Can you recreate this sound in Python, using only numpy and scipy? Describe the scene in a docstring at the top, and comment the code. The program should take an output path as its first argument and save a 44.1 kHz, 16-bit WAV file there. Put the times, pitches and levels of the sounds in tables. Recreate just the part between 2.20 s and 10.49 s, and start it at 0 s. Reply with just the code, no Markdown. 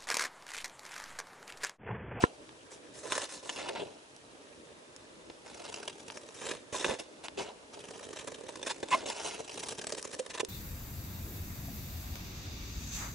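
"""On a sheltered porch, scissors creep through a hand-held sheet of paper close to a two-port microphone. A low
hum, the tail of an earlier sound, dies away as a knuckle knocks the housing (ringing modes); the sheet is
lifted off the table and rustles (random fibre clicks through paper resonances). The blades part the fibres in
stick-slip bursts, flips of the sheet hum (dying tones), and once the blades squeal (uneven chatter ringing
them), sinking into a low hum as it ends. Sparse echoes follow, and faint outdoor wash (shaped noise) lies under
it all."""
import sys
import numpy as np
from scipy import signal
from scipy.fft import rfft, irfft, next_fast_len
from scipy.io import wavfile
from scipy.ndimage import uniform_filter1d

SR = 44100
rng = np.random.default_rng(int(sys.argv[2]) if len(sys.argv) > 2 else 0)


def digitize_waveform(pressure):
    """Quantize a signal to 16-bit integers and store it at the path in sys.argv[1].

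    Rows of a 2-D input are taken as channels; values are limited to [-1, 1].
    """
    field = np.atleast_2d(pressure).T
    bounded = np.clip(field, -1, 1)
    quanta = np.round(bounded * 32767).astype(np.int16)
    wavfile.write(sys.argv[1], SR, quanta)


def to_linear_factor(level_db):
    """Convert decibel levels (scalar or array-like) to linear amplitude factors."""
    exponent = np.asarray(level_db, float) / 20
    return 10 ** exponent


N = 365412  # samples

# Relative colour of the outdoor wash: [pitch_hz, density_db]
WASH_COLOUR = [(25, -7), (212, -6), (303, 4), (362, -1.5), (603, 0.5), (685, -8.5), (1140, -8),
               (6280, -17.5), (11000, -21.5)]
WASH_DB = -54.5  # rms of the wash as it enters the mix
# Likeness of the wash at the two ports: [pitch_hz, correlation]
WASH_LIKENESS = [(60, 0.92), (340, 0.64), (1890, -0.72), (10600, 0.61)]

# Phase by which the left port leads for a near source: [pitch_hz, lead_rad]
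PORT_LEAD = [(100, -.3), (700, -.75), (1500, -.3), (5000, 0)]
# Level of the left port over the right: [pitch_hz, tilt_db]
PORT_TILT = [(40, 1), (500, -3), (1300, -.3)]

# Touches on the housing: [start_s, drive_db, contact_ms]
KNOCKS = [(0.0287, -29, 2.8), (0.0357, -25.5, 0.12), (0.0386, -11, 0.36)]
# Ringing modes of the housing: [pitch_hz, left_db, right_db, t60_s]
HOUSING_MODES = [(210, -12, -30, 0.021), (373, 6.5, 1, 0.0108), (470, -14, -7.5, 0.052),
                 (722, -29, -27, 0.15), (1020, -5, 1, 0.023), (1370, -14, -10.5, 0.057),
                 (1800, 4, -5.5, 0.013), (3870, 2.5, -26, 0.0019)]

# Low dying hums: the first is the tail of an earlier sound, the one at 6.747 s is the squeal sinking low as it
# ends, # the others are flips of the sheet: [start_s, level_db, pitch_hz]
HUMS = [(0.0005, -34, 707), (1.619, -29.5, 434), (4.545, -31.5, 1003), (5.178, -31, 406),
        (6.747, -24.5, 630), (7.996, -25, 514), (8.231, -25.5, 428)]
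HUM_RISE_S, HUM_T60_S = 0.0013, 0.067

# Resonances of the squealing blades; the first pitch also sets the chatter: [pitch_hz, width_hz, level_db]
BLADE_MODES = [(1037, 400, 2), (1610, 270, -8), (2190, 280, -6.5), (2560, 98, 2)]
SQUEAL_S, SQUEAL_DB, SQUEAL_HOLD_S = 6.731, -23, 0.017  # start, level and length of the loudest moment
SQUEAL_RISE_DB_PER_S, SQUEAL_FALL_DB_PER_S = 750.5, 1900

# In the paper tables boom_db is relative to level_db, and treble_db tilts the balance of treble over mids;
# bands() trims all three.
# Resonances of paper and blades: [pitch_hz, width_hz, level_db]
SHEET_MODES = [(419, 66, 5.5), (578, 96, -4), (938, 92, -1), (1700, 89, -7.5), (2730, 490, -7),
               (3760, 280, -7.5), (5700, 1300, -18.5), (7600, 800, -28.5)]
SHEET_SHIFT = 0.047  # share by which these resonances sink or rise as the sheet bends
# Relative broad colour of tearing fibres: [pitch_hz, density_db]
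FIBRE_COLOUR = [(40, -27), (120, -19), (250, -15), (560, -3.5), (1300, -23), (4800, -31.5), (11000, -34)]
# Clear slips of the blades through the fibres: [centre_s, level_db, length_ms]
SLIPS = [(0.98, -38.5, 6.3), (1.391, -46, 12), (1.49, -37, 9.5), (3.452, -48, 8.3), (3.486, -51, 20),
         (3.522, -54, 6.2), (3.573, -54, 11), (3.633, -56, 7.6), (3.699, -46.5, 10), (3.801, -51.5, 12),
         (3.882, -45.5, 6.7), (3.922, -51, 7.8), (3.972, -46, 6.6), (4.089, -48, 5), (4.267, -40, 6.7),
         (4.291, -41.5, 11.4), (4.314, -36, 12), (5.049, -43.5, 29.7), (5.542, -56.5, 24),
         (5.745, -57, 9.1), (5.795, -48, 6.6), (5.836, -47.5, 21), (5.932, -48, 8), (5.966, -43.5, 16),
         (5.992, -44.5, 13), (6.013, -48.5, 14), (6.078, -40, 12.3), (6.119, -53, 6.6), (6.146, -46.5, 7),
         (6.289, -46.5, 12.5), (6.358, -49.5, 6.7), (6.471, -35, 18.5), (6.505, -37, 28), (7.344, -50, 5.4),
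         (7.376, -58, 4.6), (7.402, -47.5, 11), (7.438, -47, 13), (7.471, -49, 15), (7.514, -47, 29),
         (7.552, -50, 9), (7.592, -42, 8.9), (7.618, -43.5, 12), (7.642, -46, 6.8), (7.699, -42, 10.6),
         (7.749, -44, 6.9), (7.782, -45, 27), (7.848, -48, 16), (7.875, -51, 5.5), (7.915, -48, 6),
         (7.935, -43, 24), (7.996, -37.5, 15.3), (8.064, -40, 4.8), (8.106, -40.5, 18.2),
         (8.148, -41.5, 26), (8.18, -39.5, 12), (8.203, -31, 15)]
SLIP_BOOM_DB = -6
# Creases and fibres that let go at one stroke: [start_s, level_db, boom_db, treble_db]
SNAPS = [(0.9215, -24.5, -13, -8), (0.9523, -34, -17, -8), (1.0175, -37, -5, -1), (1.2936, -30, -7.5, -13),
         (3.099, -51.5, 8, -20), (3.5417, -43, -1.5, -4), (3.678, -36, -7.5, -1.5), (4.6448, -29.5, 3, -15),
         (6.4289, -35, -0.5, -6), (6.6293, -35, 8.5, -12), (6.686, -40.5, -1, -5), (6.8571, -43.5, 4, -16),
         (7.4855, -29.5, -21, 1), (7.583, -38, 0, 1), (7.669, -34, -3, 4), (7.7224, -34, 1.5, 2.5)]
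# Single tough fibres that part cleanly, with no after-crackle: [start_s, level_db, treble_db]
TICKS = [(0.292, -51, -23), (1.9643, -48, 10), (2.7634, -42, 5), (3.344, -48, -4), (3.684, -45, 2),
         (3.9011, -39, -23.5), (5.0839, -34.5, -17.5), (6.7488, -35, 6), (7.343, -38, 5),
         (7.8274, -32.5, 6), (7.95, -38, 6), (8.249, -31, 4)]
# Fingers and blades dragging over the sheet: [start_s, length_s, level_db, boom_db, treble_db]
RUBS = [(0.003, 0.048, -38.5, -8, -8.5), (0.506, 0.049, -52.5, -7.5, 7), (0.737, 0.095, -53.5, 0.5, 9),
        (0.83, 0.14, -45.5, -1.5, -1.5), (0.9, 0.13, -40.5, -8.5, -0.5), (1.012, 0.053, -42, -7, -4.5),
        (1.085, 0.11, -45.5, -17, 2.5), (1.225, 0.19, -47, -2.5, 1), (1.36, 0.15, -48.5, 4.5, -17),
        (1.55, 0.037, -50, 6, -31), (1.592, 0.02, -56, 10, -28), (1.44, 0.28, -58, 14, -7),
        (4.14, 0.14, -50.5, -14, 1), (4.21, 0.16, -44.5, -1.5, -7), (4.523, 0.07, -38, -3, 0),
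        (4.592, 0.058, -40, -3.5, -1.5), (4.64, 0.11, -38, 2.5, -6), (4.785, 0.028, -40, 1.5, -3),
        (5.172, 0.057, -40.5, 3.5, -9.5), (5.235, 0.076, -56.5, 4, -14), (6.704, 0.064, -34.5, -8, -6),
        (6.755, 0.082, -53, 9, -16), (6.858, 0.074, -38.5, -4.5, -4.5), (6.945, 0.15, -42, -6.5, -4),
        (7.04, 0.06, -41.5, -4.5, 1), (7.1, 0.09, -45.5, -3, -5.5), (7.188, 0.025, -43.5, 4, -2.5)]
# Slow closing, where the blades stick and slip: [start_s, length_s, level_db, boom_db, treble_db]
CUTS = [(3.245, 0.5, -54, -4, -4), (3.72, 0.42, -60.5, -5, 2.5), (5.52, 0.43, -56.5, 2, -2),
        (5.88, 0.98, -60, 4, 0.5), (7.23, 0.35, -50, -8, 0), (7.58, 0.53, -62, 1, 7)]
GRIP_S, ARCH_DB, LET_GO_DB_PER_S = 0.0035, 6.5, 550  # a drag catches fast, swells to its middle, dies away
HELD_DB, HELD_BOOM_DB, HELD_TREBLE_DB = -63.5, 1.5, -7  # the sheet merely held

EDGE_HZ = 11030  # upper band limit


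def evened(x):
    """Scales to rms 1."""
    return x / np.sqrt(np.mean(x ** 2) + 1e-20)


def read(points, hz):
    """Looks a table up on a log-frequency axis."""
    f, value = np.transpose(points)
    return np.interp(np.log(hz + 1), np.log(f + 1), value)


def causal(gain):
    """Minimum-phase impulse response of a gain given on rfft bins."""
    log_gain = np.log(np.maximum(np.r_[gain, gain[-2:0:-1]], 1e-4))
    return np.fft.ifft(np.exp(np.conj(signal.hilbert(log_gain)))).real[:2048]


def ringing(hz, t60, t):
    """One dying mode."""
    return np.sin(2 * np.pi * hz * t) * to_linear_factor(-60 * t / t60)


def wash():
    """Distant outdoor noise with drifting patches, partly alike at the two ports."""
    frames, hz = N // 256 + 5, np.fft.rfftfreq(1024, 1 / SR)
    a, b, c, d, patches = rng.standard_normal((frames, 513, 5)).T
    patches = evened(uniform_filter1d(uniform_filter1d(patches, 10, 0), 10, 1))
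    likeness = np.clip(read(WASH_LIKENESS, hz), -1, 1)[:, None]
    left = a + 1j * b
    right = likeness * left + np.sqrt(1 - likeness ** 2) * (c + 1j * d)
    drift_db = 3 * patches / (1 + hz[:, None] / 1200)  # the far hiss is steadier than the low wash
    spectra = np.array([left, right]) * to_linear_factor(read(WASH_COLOUR, hz)[:, None] + drift_db)
    noise = signal.istft(spectra, nperseg=1024, noverlap=768)[1][:, :N]
    return to_linear_factor(WASH_DB) * evened(noise)


def porch(x):
    """Sparse echoes off table, wall and body, other ones at each port; patterns slowly, steadily trade places."""
    t, out = np.arange(3000) / SR, np.zeros((2, N))
    turn = 3.498 * np.arange(N) / SR  # radians
    for k in range(3):
        hits = rng.random((2, len(t))) < 2500 / SR
        taps = hits * rng.standard_normal((2, len(t))) * to_linear_factor(-60 * t / 0.027)
        taps /= np.linalg.norm(taps, axis=1, keepdims=True)
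        share = np.cos(turn + k * np.pi / 3) / np.sqrt(1.5)
        out += signal.oaconvolve((x * share)[None], taps, axes=1)[:, :N]
    return out


def ports(x):
    """The two ports hear a near source with a phase lead and a tilt that depend on pitch."""
    size = next_fast_len(N + 4096)
    hz = np.fft.rfftfreq(size, 1 / SR)
    half = to_linear_factor(read(PORT_TILT, hz) / 2) * np.exp(.5j * read(PORT_LEAD, hz))
    return irfft(rfft(x, size) * np.array([half, 1 / half]), size)[:, :N]


def knock():
    """A soft touch, a tick, then a rap ring the housing's modes and reach the right port first."""
    t, out = np.arange(4000) / SR, np.zeros((2, N))
    for channel, late_s in enumerate([.0003, 0]):
        ring = -sum(to_linear_factor(row[1 + channel]) * ringing(row[0], row[3], t) for row in HOUSING_MODES)
        for start_s, drive_db, contact_ms in KNOCKS:
            contact = signal.windows.hann(int(contact_ms * SR / 1000) + 3)
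            rap = np.convolve(ring, contact / contact.sum())
            out[channel, round((start_s + late_s) * SR):][:len(rap)] += to_linear_factor(drive_db) * rap
    return out


def hums():
    """Each low hum swells fast, wobbles around its pitch and rings out."""
    t, out = np.arange(5000) / SR, np.zeros(N + len(HUMS) + SR)
    for start_s, level_db, pitch_hz in HUMS:
        wobble = np.cumsum(rng.standard_normal(len(t))) * .06  # radians
        phase = 2 * np.pi * pitch_hz * t + uniform_filter1d(wobble, size=150)
        swell = np.minimum(t / HUM_RISE_S, 1) * to_linear_factor(level_db - 60 * t / HUM_T60_S)
        out[round(start_s * SR):][:len(t)] += swell * np.sin(phase)
    return out[:N]


def squeal():
    """The edges chatter unevenly about a thousand times a second and ring the blades."""
    t = np.arange(-.018, .035, 1 / SR)  # zero where the loudest moment starts
    rise_db = SQUEAL_RISE_DB_PER_S * np.minimum(t, 0)
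    fall_db = SQUEAL_FALL_DB_PER_S * np.maximum(t - SQUEAL_HOLD_S, 0)
    unevenness = 0.9 * uniform_filter1d(rng.standard_normal(len(t)), 60)
    turns = np.cumsum(BLADE_MODES[0][0] * (1 + unevenness)) / SR
    catches = np.diff(np.floor(turns), prepend=0) - np.gradient(turns)  # no steady push remains
    chatter = catches + 0.051 * rng.standard_normal(len(t))
    ring = sum(to_linear_factor(db) * width * ringing(hz, 2.2 / width, t - t[0]) for hz, width, db in BLADE_MODES)
    tone = evened(signal.oaconvolve(chatter, ring)[:len(t)])
    out = np.zeros(N)
    out[round((SQUEAL_S + t[0]) * SR):][:len(t)] = tone * to_linear_factor(SQUEAL_DB + rise_db - fall_db)
    return out


def bands(level_db, boom_db, treble_db):
    """Gains of boom, mids and treble, from a level, an absolute boom level and a treble tilt."""
    mids_db = level_db - 7.0 - treble_db / 2
    high_db = level_db - 4.0 + treble_db / 2
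    return to_linear_factor(np.array([boom_db - 2.5, mids_db, high_db]))


def burst(t, length):
    """A flat-topped spindle: the edge tears for a moment, then sticks again."""
    return np.exp(-abs(t / np.where(t < 0, 0.42 * length, 0.66 * length)) ** 3)


def stutter():
    """Stress builds and lets go at uneven but similar gaps."""
    gaps, sizes = rng.standard_normal((600, 2)).T
    at = np.cumsum(.022 * np.exp(.35 * gaps))  # seconds
    inside = at < N / SR
    starts = np.zeros(N)
    starts[(at[inside] * SR).astype(int)] = to_linear_factor(sizes[inside])
    return evened(signal.oaconvolve(starts, burst(np.arange(-999, 1000) / SR, 0.0085), "same"))


def drag(start, length):
    """First sample and envelope of one drag: quick grip, an arch, a steady fade."""
    t = np.arange(0, min(length + 60 / LET_GO_DB_PER_S, N / SR - start - 1 / SR), 1 / SR)
    arch_db = ARCH_DB * (np.sin(np.pi * np.minimum(t / length, 1)) - 1)
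    fade_db = -LET_GO_DB_PER_S * np.maximum(t - length, 0)
    return round(start * SR), np.minimum(t / GRIP_S, 1) * to_linear_factor(arch_db + fade_db)


def rubbing():
    """Boom, mids and treble drive of all drags; cuts stutter deeply, plain rustle only wavers."""
    slips = stutter()
    waver, stick = 0.69 + 0.11 * slips, 0.47 + 0.8 * slips
    drive = bands(HELD_DB, HELD_DB + HELD_BOOM_DB, HELD_TREBLE_DB)[:, None] * waver
    for rows, pulse in ((RUBS, waver), (CUTS, stick)):
        for start_s, length_s, level_db, boom_db, treble_db in rows:
            first, shape = drag(start_s, length_s)
            span = slice(first, first + len(shape))
            gains = bands(level_db, level_db + boom_db, treble_db)[:, None]
            drive[:, span] += gains * shape * pulse[span]
    return drive


def tearing():
    """Three-band pushes on the sheet: dense fibre clicks gated by drags and slips, plus single cracks."""
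    drive = rubbing()
    # a slip is nearly as bright as the drag it breaks out of
    drag_treble_db = 20 * np.log10(drive[2] / drive[1]) - 3.5
    span = np.arange(-1500, 1500)
    for centre_s, level_db, length_ms in SLIPS:
        centre = round(centre_s * SR)
        gains = bands(level_db, level_db + SLIP_BOOM_DB, drag_treble_db[centre])[:, None]
        drive[:, centre + span] += gains * burst(span / SR, length_ms / 1000)
    cracks, after = np.zeros_like(drive), np.arange(1200)
    for start_s, level_db, boom_db, treble_db in SNAPS:
        start, gains = round(start_s * SR), bands(level_db, level_db + boom_db, treble_db)
        cracks[:, start] += 4.5 * gains  # one hard push, then neighbouring fibres follow
        drive[:, start + after] += gains[:, None] * to_linear_factor(-60 * after / SR / 0.03)
    for start_s, level_db, treble_db in TICKS:
        cracks[1:, round(start_s * SR)] += 6 * bands(level_db, level_db, treble_db)[1:]  # no boom
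    clicks = (rng.random(N) < 9000 / SR) * rng.standard_normal(N)
    fibres = clicks * to_linear_factor(2.11 * rng.exponential(1, N).clip(0, 5))  # a few fibres are much tougher
    return drive * evened(fibres) + cracks


def paper():
    """The sheet colours the breaking fibres in boom, mids and treble; its resonances move as it bends."""
    pushes = tearing()
    hz = np.fft.rfftfreq(8192, 1 / SR)
    low, high = 1 / (1 + (hz / 800) ** 6), 1 / (1 + (4800 / (hz + 1)) ** 8)
    shares = (low, (1 - low) * (1 - high), high)
    bend = np.interp(np.arange(N), np.linspace(0, N, num=70), rng.uniform(0, np.pi / 2, size=70))
    out = np.zeros(N)
    # crossfade between sunken and risen resonances
    for scale, weight in ((1 - SHEET_SHIFT, np.cos(bend)), (1 + SHEET_SHIFT, np.sin(bend))):
        peaks = sum(to_linear_factor(db) / np.hypot(1, 2 * (hz - f * scale) / width) for f, width, db in SHEET_MODES)
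        colour = to_linear_factor(read(FIBRE_COLOUR, hz)) + peaks
        for push, share in zip(pushes, shares):
            response = causal(colour * share)
            out += signal.oaconvolve(push * weight, response / np.linalg.norm(response))[:N]
    return out


def bending(x):
    """The held sheet keeps changing shape: its colour drifts in patches, which reach the ports a little apart."""
    z = signal.stft(x, nperseg=256, noverlap=192)[2]
    patches = rng.standard_normal((2, *z.shape))
    colour, apart = (evened(uniform_filter1d(uniform_filter1d(p, 5, 0), 16, 1)) for p in patches)
    turn = np.exp(1j * 0.2 * apart)
    spectra = z * to_linear_factor(2.4 * colour) * np.array([turn, 1 / turn])
    return signal.istft(spectra, nperseg=256, noverlap=192)[1][:, :N]


def scene():
    """Paper, blades and hums near the ports, their echoes, the knock and the wash."""
    near = bending(paper()) + squeal() + hums()
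    echoes = to_linear_factor(-6.5) * porch(near.mean(0))
    return ports(near + echoes) + knock() + wash()


def roll_off(x):
    """The treble ends steeply here."""
    return signal.sosfilt(signal.butter(12, 11210, fs=SR, output="sos"), x)


def record(dry):
    """Microphone bass roll-off, then a steep band limit."""
    thin = signal.lfilter(*signal.butter(2, 60, "high", fs=SR), dry)
    lowpass = signal.firwin(401, EDGE_HZ, window=("kaiser", 9), fs=SR)
    limited = signal.oaconvolve(thin, lowpass[None], "same")
    return roll_off(limited)


dry = scene()
out = record(dry)
digitize_waveform(out)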